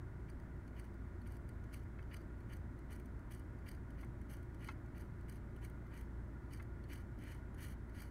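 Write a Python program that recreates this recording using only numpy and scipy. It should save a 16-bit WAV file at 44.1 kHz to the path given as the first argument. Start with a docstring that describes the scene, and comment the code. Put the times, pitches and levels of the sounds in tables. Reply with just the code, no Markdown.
"""In a parked car the engine idles as a wavering stack of harmonics and the ventilation blows as shaped noise.
Over this bed a thumb rolls a small plastic scroll wheel on the steering wheel, about three notches a second.
At each notch the wheel takes up its play with a light tick, scuffs under the thumb as it rubs up the detent
ramp, snaps over, rebounds and settles: bursts and grainy noise through resonances. Stray nudges click between.
From two seconds on, the trim gives a few dull ticks, each a blow ringing a larger panel."""
import sys
import numpy as np
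from scipy import signal
from scipy.fft import rfft, irfft
from scipy.io import wavfile

SR = 44100
rng = np.random.default_rng(int(sys.argv[2]) if len(sys.argv) > 2 else 0)


def put_to_file(sound):
    """Save the sound as 16-bit audio at rate SR, in the file named by the first command-line argument."""
    columns = np.atleast_2d(sound).T  # one column per channel
    safe = np.clip(columns, -1, 1)
    whole_steps = np.round(safe * 32767)
    wavfile.write(sys.argv[1], SR, whole_steps.astype(np.int16))


N = 357210
TIME = np.arange(N) / SR
SINCE = np.arange(-int(.03 * SR), int(.08 * SR)) / SR   # time around one contact [s]
CUTOFF_HZ = 15740   # top of the audible band here

# resonances of the wheel and switch housing, relative levels:
# (frequency [Hz], width [Hz], level when snapped [dB], level when rubbed [dB])
WHEEL_MODES = [(1200, 260, -7, 1.5), (1900, 290, 4, 10.5), (2330, 137, 6.5, 7), (2933, 190, 0.5, 6),
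               (3260, 200, -4.5, -6.5), (4080, 79, -7.5, -3.5), (4400, 92, -7, 4.5), (4686, 92, 0.5, 2),
               (5720, 270, -7.5, -3), (6000, 200, -3.5, 1.5), (6640, 180, -7.5, -2.5), (7740, 250, -5, -6),
               (8350, 180, -5.5, -4), (8750, 220, 1, -11), (9100, 175, 2, -2.5), (9770, 190, -1.5, 3),
               (11020, 200, -4, 3.5), (12000, 410, -5, -5), (12930, 220, -2, 1), (13400, 290, -5.5, -3),
               (14400, 380, -5, -6), (15500, 780, -12, -13)]
# one row per notch of the wheel; grip time counts back from the snap, rebound and settle times on from it:
# (snap time [s], snap level [dB], grip time [s], grip level [dB], rebound time [s], rebound level [dB],
#  settle time [s], settle level [dB], rub level [dB], spring loading time [s], thumb drag level [dB],
#  coasting level [dB], spring ring [dB], brightness [dB per octave])
WHEEL_NOTCHES = [(.3, -61.5, .093, -84, 0.1, -70, .13, -86, -83, .025, -70, -96, 6, -.5),
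                 (0.797, -59, .119, -69, .047, -69, 0.054, -70, -70, 0.053, -66, -81, 1, -1),
                 (1.274, -61, .057, -70, 0.048, -62, 0.094, -65, -75, .02, -64, -74.5, 3, 0.5),
                 (1.743, -54, .103, -71, 0.029, -69, .092, -74, -65, 0.032, -65, -77, 0, -.5),
                 (2.143, -54.5, .116, -72, 0.025, -58.5, .071, -73, -66.5, 0.047, -62, -77, 7.5, -1),
                 (2.535, -58.5, .13, -72, .033, -63, .06, -80, -67.5, 0.054, -63, -89, -2, 0),
                 (2.929, -57, .139, -69, 0.033, -63, .07, -64, -68, 0.041, -67, -78, -3, .5),
                 (3.321, -56, .128, -74, 0.027, -57.5, .075, -64, -67, 0.022, -62, -75, 0, 0),
                 (3.689, -53, 0.1, -76, 0.026, -57.5, .06, -67, -67, 0.036, -64, -77, 5, 0),
                 (4.011, -65, .106, -68, .036, -65, .078, -82, -71, 0.047, -68, -87, 0, 0.5),
                 (4.313, -61.5, .098, -68, .024, -58.5, .055, -65, -64, 0.028, -66, -75.5, -2, .3),
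                 (4.646, -58.5, 0.1, -68, .029, -58.5, .077, -69, -65.5, .062, -65, -70.5, -1, -1),
                 (4.98, -62.5, 0.12, -75, 0.03, -62, 0.04, -66, -71, 0.046, -70, -79, 0, 0),
                 (5.297, -56, .087, -72, 0.027, -62, .06, -64, -73, 0.024, -65, -73, 1, 1),
                 (5.649, -55, .085, -66, .014, -71, .05, -63.5, -69, 0.043, -63, -90, -3, 1),
                 (5.976, -62, 0.11, -73, 0.035, -60.5, .055, -81, -69, 0.081, -66, -79, -4, -1),
                 (6.535, -55.5, 0.098, -82, 0.012, -61, 0.038, -66, -68, 0.035, -67, -74, 7, -0.5),
                 (6.934, -54, .094, -69, 0.023, -62, .043, -64, -62, 0.054, -57.5, -71, 1.5, -0.7),
                 (7.319, -66, 0.13, -69, .028, -64, 0.045, -71, -63.5, 0.15, -62.5, -80, -3, -2),
                 (7.648, -59, .103, -65, 0.019, -61, 0.037, -58, -61, 0.088, -63, -67.5, -3, 0.5),
                 (8.005, -56, .109, -72, 0.015, -54, .029, -63, -63.5, .079, -65, -70.5, 3, 0)]


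def from_db(db):
    """Decibels to gain."""
    return 10 ** (np.asarray(db) / 20)


def drift(rate):
    """Smooth wander through 4000 random values of spread 1, `rate` a second; then the last one holds."""
    knots = rng.standard_normal(4000)
    return np.interp(TIME * rate, np.arange(len(knots)), knots)


def body(force, modes):
    """Parallel resonances (Hz, width, dB) of alternating sign, scaled so that white noise keeps its power."""
    out, power = 0, 0
    for k, (hz, width, level_db) in enumerate(modes):
        r = np.exp(-np.pi * width / SR)   # pole radius: a narrower mode rings longer
        gain = (-1) ** k * from_db(level_db)
        zeros = gain * (1 - r * r) / 2 * np.array([1, 0, -1])
        poles = [1, -2 * r * np.cos(2 * np.pi * hz / SR), r * r]
        out = out + signal.lfilter(zeros, poles, force + 1e-18)
        power += gain ** 2 * (1 - r * r) / 2
    return out / np.sqrt(power)


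def engine(speed_wander, waver_db):
    """Harmonics of the firing rate; the idle speed hunts slightly and each harmonic wavers."""
    # engine hum: (multiple of the firing rate, rms level before wavering [dB])
    orders = [(1, -63.5), (2, -52), (3, -57.5), (4, -61), (6, -74.5), (7, -75.5), (8, -81), (9, -77),
              (12, -69), (13, -75.5), (15, -77)]
    firing_hz = 28.71 * (1 + speed_wander * drift(3))
    phase = 2 * np.pi * np.cumsum(firing_hz) / SR
    hum = np.zeros(N)
    for order, level_db in orders:
        strength = np.sqrt(2) * from_db(level_db + waver_db * drift(6.5))
        hum += strength * np.sin(order * phase + rng.uniform(0, 2 * np.pi))
    return hum


def cabin_air():
    """Steady rumble and airflow noise, muffled by the upholstery and coloured by the ducts."""
    # cabin rumble and ventilation, ahead of the duct boosts: (frequency [Hz], density [dB per Hz])
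    air_spectrum = [(18, -88), (42, -74), (70, -72.5), (125, -74), (160, -79.5), (260, -80.5), (365, -84),
                    (440, -95.5), (780, -98.5), (1600, -99), (2100, -102.5), (2350, -111), (2750, -117),
                    (4800, -123), (9300, -124), (11000, -127), (15500, -129)]
    # air duct resonances: (frequency [Hz], width [Hz], boost [dB])
    duct_modes = [(603, 120, 4.5), (949, 76, 5), (1430, 58, 8.5)]
    hz = np.maximum(np.arange(N // 2 + 1) * SR / N, 1)
    points_hz, points_db = np.transpose(air_spectrum)
    level_db = np.interp(np.log(hz), np.log(points_hz), points_db)
    for centre, width, boost_db in duct_modes:
        level_db = level_db + boost_db / (1 + (2 * (hz - centre) / width) ** 2)
    hiss = rfft(rng.standard_normal(N))
    return irfft(hiss * from_db(level_db), N) * np.sqrt(SR / 2)


def contacts():
    """Each notch goes grip, snap, rebound, settle; gives thumb grips and spring blows as (s, dB)."""
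    grips, blows = [], []
    for s, snap_db, grip_s, grip_db, rebound_s, rebound_db, settle_s, settle_db, *_ in WHEEL_NOTCHES:
        grips.append((s - grip_s, grip_db))
        blows += [(s, snap_db), (s + rebound_s, rebound_db), (s + settle_s, settle_db)]
    return grips, blows


def chatter(rise_s, fall_s):
    """A contact is a brief flurry of tiny impacts that builds up and dies away; peak 1."""
    envelope = np.exp(np.minimum(SINCE / rise_s, -SINCE / fall_s))
    return envelope * rng.choice([-1, 1], len(SINCE))


def wheel_body(force, s, mode_db, scatter_db):
    """The nearest notch sets brightness and spring ring; each contact gets its own mode mix and tuning."""
    mode_scatter = 0.0083   # detuning spread, as a share of each frequency
    spring_hz, spring_width_hz = 4730, 300   # the detent spring rings here, freer at some notches
    tilt_pivot_hz = 6000   # brightness turns the spectrum about this point
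    crack_db, crack_low_hz = -12.5, 5460   # plain broadband crack of the contact itself
    hz, width = np.transpose(WHEEL_MODES)[:2]
    *_, spring_db, tilt_db = min(WHEEL_NOTCHES, key=lambda notch: abs(notch[0] - s))
    spring_ring_db = spring_db * np.exp(-((hz - spring_hz) / spring_width_hz) ** 2)
    brightness_db = tilt_db * np.log2(hz / tilt_pivot_hz)
    shift, strength = rng.standard_normal((2, len(hz)))
    tuned_hz = hz * (1 + mode_scatter * shift)
    mixed_db = mode_db + spring_ring_db + brightness_db + scatter_db * strength
    ringing = body(force, zip(tuned_hz, width, mixed_db))
    crack_band = signal.butter(2, [crack_low_hz, CUTOFF_HZ], "band", fs=SR, output="sos")
    return ringing + from_db(crack_db) * signal.sosfilt(crack_band, force)


def add(track, s, sound):
    """Lay the sound of one contact into the track at time s."""
    at = round((s + SINCE[0]) * SR)
    track[at:at + len(sound)] += sound[:N - at]


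def wheel_clicks(events, mode_db, rise_s, fall_s, scatter_db):
    """Short contacts that set the wheel ringing."""
    out = np.zeros(N)
    for s, level_db in events:
        force = chatter(rise_s, fall_s)
        click = wheel_body(force, s, mode_db, scatter_db)
        treble = np.std(np.diff(click))   # the level is that of the treble, against the force
        add(out, s, from_db(level_db) * click * np.std(force) / treble)
    return out


def slide(pressure, grain_db, stick_slip_db):
    """Grainy, catching noise whose strength follows the pressure."""
    roughness = from_db(grain_db * drift(600) + stick_slip_db * drift(130))
    return pressure * roughness * rng.standard_normal(N)


def wheel_rub(swell, scatter_db):
    """The detent rubs harder as its spring is loaded, then the wheel coasts and rubs to a stop."""
    release_s = 0.045   # the snap unloads the spring and the rubbing eases
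    coast_s, run_out_s = 0.071, 0.099   # end of steady coasting, standstill: both after the snap
    *_, rubbed_db = np.transpose(WHEEL_MODES)
    grain = slide(1, grain_db=1.5, stick_slip_db=2.9)
    out = np.zeros(N)
    for s, *_, rub_db, load_s, _, coast_db, _, _ in WHEEL_NOTCHES:
        near = np.abs(TIME - s) < .2   # all of a notch's rubbing lies this close to its snap [s]
        since = TIME[near] - s
        loading = from_db(rub_db) * np.interp(since, [-load_s, 0, release_s], [0, 1, 0]) ** swell
        coasting = from_db(coast_db) * np.interp(since, [0, release_s, coast_s, run_out_s], [0, 1, 1, 0])
        out[near] += wheel_body((loading + coasting) * grain[near], s, rubbed_db, scatter_db)
    return out


def thumb_drag(start_share, full_share):
    """While it loads the spring the soft thumb scuffs the ribbed rim: a duller scrape, gone by the snap."""
    # ribbed rim under the thumb, relative levels: (frequency [Hz], width [Hz], level [dB])
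    rim_modes = [(1350, 320, -4), (1720, 240, 2), (1960, 140, 5), (2340, 130, 3), (2960, 170, -2),
                 (4720, 200, -17)]
    ease_s = 0.0044   # the drag eases just before the snap
    pressure = np.zeros(N)
    for s, *_, load_s, drag_db, _, _, _ in WHEEL_NOTCHES:
        stages_s = [-start_share * load_s, -full_share * load_s, -ease_s, 0]
        pressure += from_db(drag_db) * np.interp(TIME - s, stages_s, [0, 1, 1, 0])
    return body(slide(pressure, grain_db=1.5, stick_slip_db=2.5), rim_modes)


def wheel_creep(mode_db, scatter_db):
    """A short bright scratch swells into each snap as the tooth starts to slip over the crest."""
    creep_db, creep_s = -11, .016   # gain on the snap level, duration
    out = np.zeros(N)
    for s, snap_db, *_ in WHEEL_NOTCHES:
        swell = np.interp(SINCE, [-creep_s, 0], [0, 1], right=0) ** .5
        force = from_db(snap_db + creep_db) * swell * rng.standard_normal(len(SINCE))
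        add(out, s, wheel_body(force, s, mode_db, scatter_db))
    return out


def thumbwheel():
    """Snaps and rubbing drive the same modes, from different points of the wheel."""
    # between notches the thumb nudges the wheel against its detent: (time [s], level [dB])
    nudges = [(.942, -72), (1.491, -60.5), (3.058, -65), (4.429, -67), (5.941, -64), (6.626, -63),
              (7.224, -67), (7.238, -61.5), (7.629, -56), (7.707, -65), (7.948, -70)]
    *_, snapped_db, rubbed_db = np.transpose(WHEEL_MODES)
    grips, blows = contacts()
    touches = wheel_clicks(grips, rubbed_db, rise_s=.0018, fall_s=.0035, scatter_db=3.0)
    rub = wheel_rub(swell=0.88, scatter_db=0.1)
    drag = thumb_drag(start_share=0.85, full_share=0.64)
    creep = wheel_creep(snapped_db, scatter_db=3.5)
    snaps = wheel_clicks(blows + nudges, snapped_db, rise_s=.002, fall_s=.0028, scatter_db=2.4)
    return touches + rub + drag + creep + snaps


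def trim():
    """A larger panel rings lower and longer: it flicks out and back and rattles briefly."""
    # dull ticks: (time [s], mean level [dB], lowest frequency excited [Hz], hardness as cut-off [Hz])
    ticks = [(1.987, -69.5, 1600, 1600), (4.03, -68.5, 1200, 2000), (4.686, -56.5, 850, 6000),
             (6.597, -66, 1630, 1100)]
    # trim panel resonances, relative levels: (frequency [Hz], width [Hz], level [dB])
    panel_modes = [(850, 90, 5), (1108, 86, 7.5), (1364, 53, 6), (1600, 90, 3.5), (1760, 74, 2),
                   (1850, 120, 1), (2090, 125, 6), (2205, 100, 6), (2580, 52, 2.5), (3150, 71, -5),
                   (3480, 98, -9), (3970, 180, -12), (4450, 95, -8), (5020, 150, -12), (5550, 270, -14),
                   (6180, 300, -12), (7100, 900, -21)]
    flick_back_s, flick_back_share = 0.0041, 0.69   # spring-back delay, share of the blow's strength
    rattle_s, rattle_share = .009, .12   # decay, share of the blow's strength
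    out = np.zeros(N)
    for s, level_db, low_hz, hard_hz in ticks:
        blow = 1.0 * (SINCE == 0)
        flick_back = flick_back_share * np.roll(blow, round(flick_back_s * SR))
        rattle = rattle_share * (SINCE > 0) * chatter(rattle_s, rattle_s)
        force = blow - flick_back + rattle
        # soft blows are dull, light ones thin
        force = signal.sosfilt(signal.butter(2, hard_hz, fs=SR, output="sos"), force)
        force = signal.sosfilt(signal.butter(4, low_hz, "high", fs=SR, output="sos"), force)
        tick = body(force, panel_modes)
        add(out, s, from_db(level_db) * tick / np.std(tick))
    return out


def scene():
    """Everything is close by in a dead-sounding cabin: the layers simply add, with no reverberation."""
    bed = engine(speed_wander=0.00304, waver_db=0.9) + cabin_air()
    return (bed + thumbwheel() + trim())[None, :]


def record(dry):
    """The top is cut steeply."""
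    return signal.sosfilt(signal.ellip(10, .2, 70, CUTOFF_HZ, fs=SR, output="sos"), dry)


dry = scene()
out = record(dry)
put_to_file(out)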